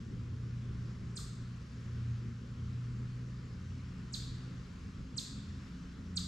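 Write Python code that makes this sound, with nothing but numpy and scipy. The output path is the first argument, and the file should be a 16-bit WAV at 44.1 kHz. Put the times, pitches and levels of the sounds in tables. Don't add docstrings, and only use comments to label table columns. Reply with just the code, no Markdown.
import sys
import numpy as np
from scipy import signal
from scipy.fft import rfft, irfft, next_fast_len
from scipy.io import wavfile
from scipy.ndimage import uniform_filter1d, map_coordinates

SR = 44100
rng = np.random.default_rng(int(sys.argv[2]) if len(sys.argv) > 2 else 0)


def makeup_ratio(level_db):
    decades = np.asarray(level_db, float) / 20
    return 10 ** decades


def unload_wav(signal):
    wavfile.write(
        sys.argv[1],
        SR,
        np.round(np.clip(np.atleast_2d(signal).T, -1, 1) * 32767).astype(np.int16),
    )


N = 276547


def unit(x):
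    return x / np.sqrt(np.mean(x ** 2) + 1e-20)


def along(points, hz):
    f, v = np.transpose(points)
    return np.interp(np.log(hz + 1), np.log(f + 1), v)


def curves(rows, t=None):
    s, *columns = np.transpose(rows)
    if t is None:
        t = np.arange(N) / SR
    return [np.interp(t, s, column) for column in columns]


def wobble(rate):
    knots = rng.standard_normal(int(N * rate / SR) + 4)
    return map_coordinates(knots, [np.arange(N) * rate / SR])


def filtered(x, response):
    m = next_fast_len(x.shape[-1] + 8192)
    spectrum = rfft(x, m) * response(np.fft.rfftfreq(m, 1 / SR))
    return irfft(spectrum, m)[..., :x.shape[-1]]


def ports(hz, lean_db, lead):
    half = makeup_ratio(lean_db / 2) * np.exp(.5j * lead)
    return np.array([half, 1 / half])


def spread(pair, alike):
    def mixing(hz):
        turn = np.arccos(np.clip(along(alike, hz), -1, 1)) / 2
        return np.array([np.cos(turn), np.sin(turn)])

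    mid, side = filtered(pair, mixing)
    return np.array([mid + side, mid - side])


def tone(hz, db, flutter_db=2.5, drift_hz=0.807):
    turns = np.cumsum(hz + drift_hz * wobble(4.02)) / SR + rng.random()
    return np.sqrt(2) * makeup_ratio(db + flutter_db * wobble(6)) * np.sin(2 * np.pi * turns)


def swelling(steady, swells):
    t = np.arange(N) / SR
    lift = sum(makeup_ratio(db - steady[1]) * np.exp(-((t - s) / half) ** 2) for s, db, half in swells)
    return (1 + lift) * tone(*steady)


def drone():
    # time in seconds, firing rate in Hz, level in dB.
    firing = [(0, 119.1, -47), (.25, 118.1, -43.5), (.6, 119.1, -42), (1.05, 119.4, -45.5),
              (1.25, 119.8, -47.5), (1.85, 118.8, -49.5), (2.1, 118.7, -38.5), (2.4, 119.7, -47),
              (2.7, 121, -44.5), (3.45, 124.5, -45.5), (3.7, 124.4, -50), (4.36, 124.9, -46.5),
              (4.62, 126, -50), (4.85, 126, -61), (5.1, 127.2, -63), (5.6, 128.3, -48), (5.85, 127.5, -79),
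              (6.27, 127.5, -58)]
    # time in seconds, peak level in dB, half length in seconds.
    pump = (88, -65), [(.07, -54, 0.031), (.38, -48.5, 0.15), (.71, -56, 0.03), (1.0, -52.5, .2),
            (1.6, -63, 0.14), (2.65, -51, 0.11), (4.3, -54, 0.087), (2.08, -47, 0.18), (3.74, -45, 0.17),
            (4.92, -49, 0.12), (5.55, -46.5, 0.11), (6.2, -48.5, 0.18)]
    fan = (179, -68), [(1.1, -54, .4), (2.9, -59.5, 0.53), (4.2, -55, 0.89), (6.2, -51, 0.58)]
    motor = (206, -61), [(.6, -59, 0.19), (2.3, -65.5, 0.84), (5.5, -60.5, 0.44)]
    # steady tone in Hz, level in dB.
    hums = [(43.3, -64.5), (58.7, -59.5), (64.5, -55), (68.4, -68.5), (100.5, -70.5), (110, -61),
            (150.5, -60.5), (166, -65)]
    hz, first_db = curves(firing)
    t = np.arange(N) / SR
    first_order = tone(hz, first_db)
    second_order = tone(2 * hz, -59 - 1.1 * t)
    whine = tone(2.075 * hz, -73.5 + 2.5 * t, flutter_db=0.0)
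    machines = sum(swelling(*machine) for machine in (pump, fan, motor))
    steady = sum(tone(tone_hz, db, flutter_db=0.5, drift_hz=0.7) for tone_hz, db in hums)
    return first_order + second_order + whine + machines + steady


def rush(spectrum, patchy_db):
    # frequency in Hz, left-right likeness from 0 to 1.
    likeness = [(60, 1.0), (110, 1.0), (210, 0.97), (390, 0.8), (720, 0.45), (1350, 0.65), (2510, 0.42),
                (4680, 0.84), (8720, 0.65), (12000, 0.44)]
    # frequency in Hz, left over right in dB.
    balance = [(60, -0.5), (110, -2.0), (210, 3.0), (390, 1.0), (720, -2.0), (1350, 2.0), (2510, 2.5),
               (4680, 1.5), (8720, 4.0), (12400, 8.5), (14000, -1)]
    # frequency in Hz, left phase lead in radians.
    phase_lead = [(0, -0.35), (520, 0.2), (860, -0.72), (1120, 0.41), (3100, -0.3), (4650, 0.35),
                  (8870, 0.009)]
    z = signal.stft(rng.standard_normal((2, N + 512)), nperseg=512)[2]
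    field = uniform_filter1d(rng.standard_normal(z.shape[1:]), size=6, axis=0)
    field = uniform_filter1d(field, size=14, axis=1)
    pair = signal.istft(z * makeup_ratio(patchy_db * unit(field)), nperseg=512)[1][:, :N]

    def colour(hz):
        return makeup_ratio(along(spectrum, hz)) * ports(hz, along(balance, hz), along(phase_lead, hz))

    return unit(filtered(spread(pair, likeness), colour))


def distance():
    # frequency in Hz, spectral density in dB per Hz.
    rumble_spectrum = [(15, -44.5), (24, -8), (34, -5.5), (45, -6), (75, -4), (130, -5), (190, -6),
                       (255, -10.5), (300, -15.5), (420, -19.5), (560, -27.5), (700, -53.5), (1000, -97)]
    # frequency in Hz, spectral density in dB per Hz.
    hiss_spectrum = [(350, -38), (600, -8), (762, -8.5), (947, -7), (1040, -2), (1360, -.5), (2010, -5.5),
                     (2830, -8), (3720, -11), (5070, -10.5), (7380, -17), (8300, -25), (9600, -28.5),
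                     (10300, -34), (12000, -34), (12700, -38.5), (13700, -58)]
    t = np.arange(N) / SR
    rumble_db = -48 - 0.27 * t + 0.31 * wobble(2.71)
    hiss_db = -62.5 + 0.2439 * t + 0.58 * wobble(2.44)
    rumble = makeup_ratio(rumble_db) * rush(rumble_spectrum, patchy_db=2.0)
    hiss = makeup_ratio(hiss_db) * rush(hiss_spectrum, patchy_db=1.0)
    return rumble + hiss


def chip(length, lift_hz, effort, cluck_db):
    # time after the start in seconds, pitch in Hz.
    pitch = [(.001, 8700), (.004, 8420), (.012, 7230), (.016, 6180), (.018, 5170), (.020, 4690),
             (.028, 3750), (.031, 3300), (.036, 2500)]
    # time after the start in seconds, tone level in dB.
    loudness = [
        (.001, -44),
        (.0045, -17),
        (.012, -10),
        (.0165, -10),
        (.0205, -1),
        (.025, -3),
        (.030, -5),
        (.032, -18),
        (.036, -29),
    ]
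    # level under the tone in dB, pitch in Hz below which it is full, loss above that in dB per kHz.
    partials = [
        (-21, 4400, 8.5),
        (-35, 3750, 13),
    ]
    # time after the start in seconds, pitch in Hz, level in dB.
    low_tail = [
        (.034, 1900, -30),
        (.037, 1550, -4),
        (.041, 1270, 0),
        (.045, 1100, -4),
        (.049, 1000, -30),
    ]
    ripple_hz, ripple_from_s, middle_s = 185, 0.0186, 0.02
    effort_db, swell_db, ripple_db, strain_db = effort
    t = np.arange(SR // 16) / SR / length
    hz, = curves(pitch, t)
    hz = hz + lift_hz * np.clip((hz - 6000) / 2500, 0, 1)
    turn = 2 * np.pi * np.cumsum(hz) / SR

    ripple = np.cos(2 * np.pi * ripple_hz * np.clip(t - ripple_from_s, 0, None)) - 1
    tone_db = curves(loudness, t)[0] + effort_db + swell_db * (t / middle_s - 1) / 2
    overtones = 0
    for order, (db, full_hz, loss) in enumerate(partials, start=2):
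        partial_db = db - loss * np.clip(hz - full_hz, 0, None) / 1000
        overtones = overtones + makeup_ratio(partial_db) * np.sin(order * turn)
    whistle = makeup_ratio(tone_db) * (makeup_ratio(ripple_db * ripple) * np.sin(turn) + makeup_ratio(strain_db) * overtones)

    low_hz, low_db = curves(low_tail, t)
    sounding = (t > low_tail[0][0]) & (t < low_tail[-1][0])
    cluck = makeup_ratio(cluck_db + low_db) * np.sin(2 * np.pi * np.cumsum(low_hz) / SR)
    return whistle * (t < loudness[-1][0]) + sounding * cluck


def trees(x, onset=0.0019, rise=0.0034):
    # frequency in Hz, time to decay by 60 dB in seconds.
    decay_time = [(1000, 0.63), (3200, 0.94), (4000, 0.88), (5000, 0.73), (7500, 0.64), (12000, 0.4),
                  (15000, 0.26)]
    # frequency in Hz, echo colour in dB.
    echo_colour = [(1000, -3.5), (2500, 1), (3200, -4), (3700, -3.5), (4300, -3), (5500, 1), (7500, 4.5),
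                   (9000, 6.5), (10200, 4), (11500, 17.5), (12800, 17), (14000, 23), (15500, 14)]
    # frequency in Hz, left-right likeness from 0 to 1.
    echo_likeness = [(1200, 0.33), (3200, 0.37), (5000, 0.75), (8700, 0.72), (12000, .4)]
    # frequency in Hz, left over right in dB.
    echo_balance = [(1200, 9), (3500, 1.5), (4300, -0.5), (5700, -2.5), (7200, 4.5), (9500, 1), (11000, 1),
                    (12000, 9), (13200, 2), (14500, 8)]
    hz, t, z = signal.stft(rng.standard_normal((2, SR * 3 // 4)), SR, nperseg=256)
    decay = makeup_ratio(-60 * t / along(decay_time, hz)[:, None])
    tail = signal.istft(z * decay, SR, nperseg=256)[1]
    age = np.clip(np.arange(tail.shape[1]) / SR - onset, 0, None)
    tail = spread(tail, echo_likeness) * (1 - np.exp(-age / rise))

    def colour(f):
        return makeup_ratio(along(echo_colour, f)) * ports(f, along(echo_balance, f), 0)

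    tail = filtered(tail / np.linalg.norm(tail[0]), colour)
    return signal.fftconvolve(x[None], tail, axes=1)


def bird():
    # start in seconds, length factor, lift of the starting pitch in Hz.
    chips = [
        (1.1524, .95, 400),
        (4.1205, 1, -200),
        (5.162, .985, 0),
        (6.1543, .91, 100),
    ]
    # effort in dB, swell from start to end in dB, depth of periodic dips in the fundamental in dB,
    # overtone strain in dB.
    efforts = [
        (-37.5, -1, 4, 3),
        (-35.5, 6, 0, 0),
        (-30, 4.5, 2.2, -1),
        (-29.5, 4.5, -0.4, -2.5),
    ]
    # low tail of the glide in dB, tree echo in dB.
    ends = [
        (-50.5, -37),
        (-61, -34.5),
        (-71, -32),
        (-51.5, -32),
    ]
    # frequency in Hz, left over right in dB, left phase lead in radians.
    arrival = [(1200, -2, -.5), (3300, -1, -1.2), (3750, -4, -1.9), (4050, -13, -1.7), (4450, -7, -.9),
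               (4700, -10, -1.3), (5150, -9, -.2), (6150, -.5, .5), (6700, -6, .7), (7250, .5, 1.01),
               (7800, 5, .7), (8500, 3, .35), (12000, 4, .1)]
    out = np.zeros((2, N + SR))
    hz, lean_db, lead = np.transpose(arrival)

    def direct(f):
        lawn = 1 + makeup_ratio(-16) * np.exp(-2j * np.pi * f * 0.0026)
        shade = makeup_ratio(np.interp(f, [9500, 11000], [0, -4]))
        return lawn * shade * ports(f, np.interp(f, hz, lean_db), np.interp(f, hz, lead))

    wall = round(.0245 * SR)
    for (s, length, lift_hz), (cluck_db, echo_db), effort in zip(chips, ends, efforts):
        call = chip(length, lift_hz, effort, cluck_db)
        heard = makeup_ratio(echo_db - effort[0]) * trees(call)
        heard[:, :len(call)] += filtered(call, direct)
        heard[:, wall:wall + len(call)] += makeup_ratio([[-13], [-18]]) * call
        out[:, round(s * SR):][:, :heard.shape[1]] += heard
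    return out[:, :N]


def scene():
    return drone() + distance() + bird()


def top_cut(x):
    return signal.sosfilt(signal.butter(12, 15200, fs=SR, output="sos"), x)


def record(dry):
    start = np.clip(np.arange(N) / 200, 0, 1)
    return top_cut(dry * start)


dry = scene()
out = record(dry)
unload_wav(out)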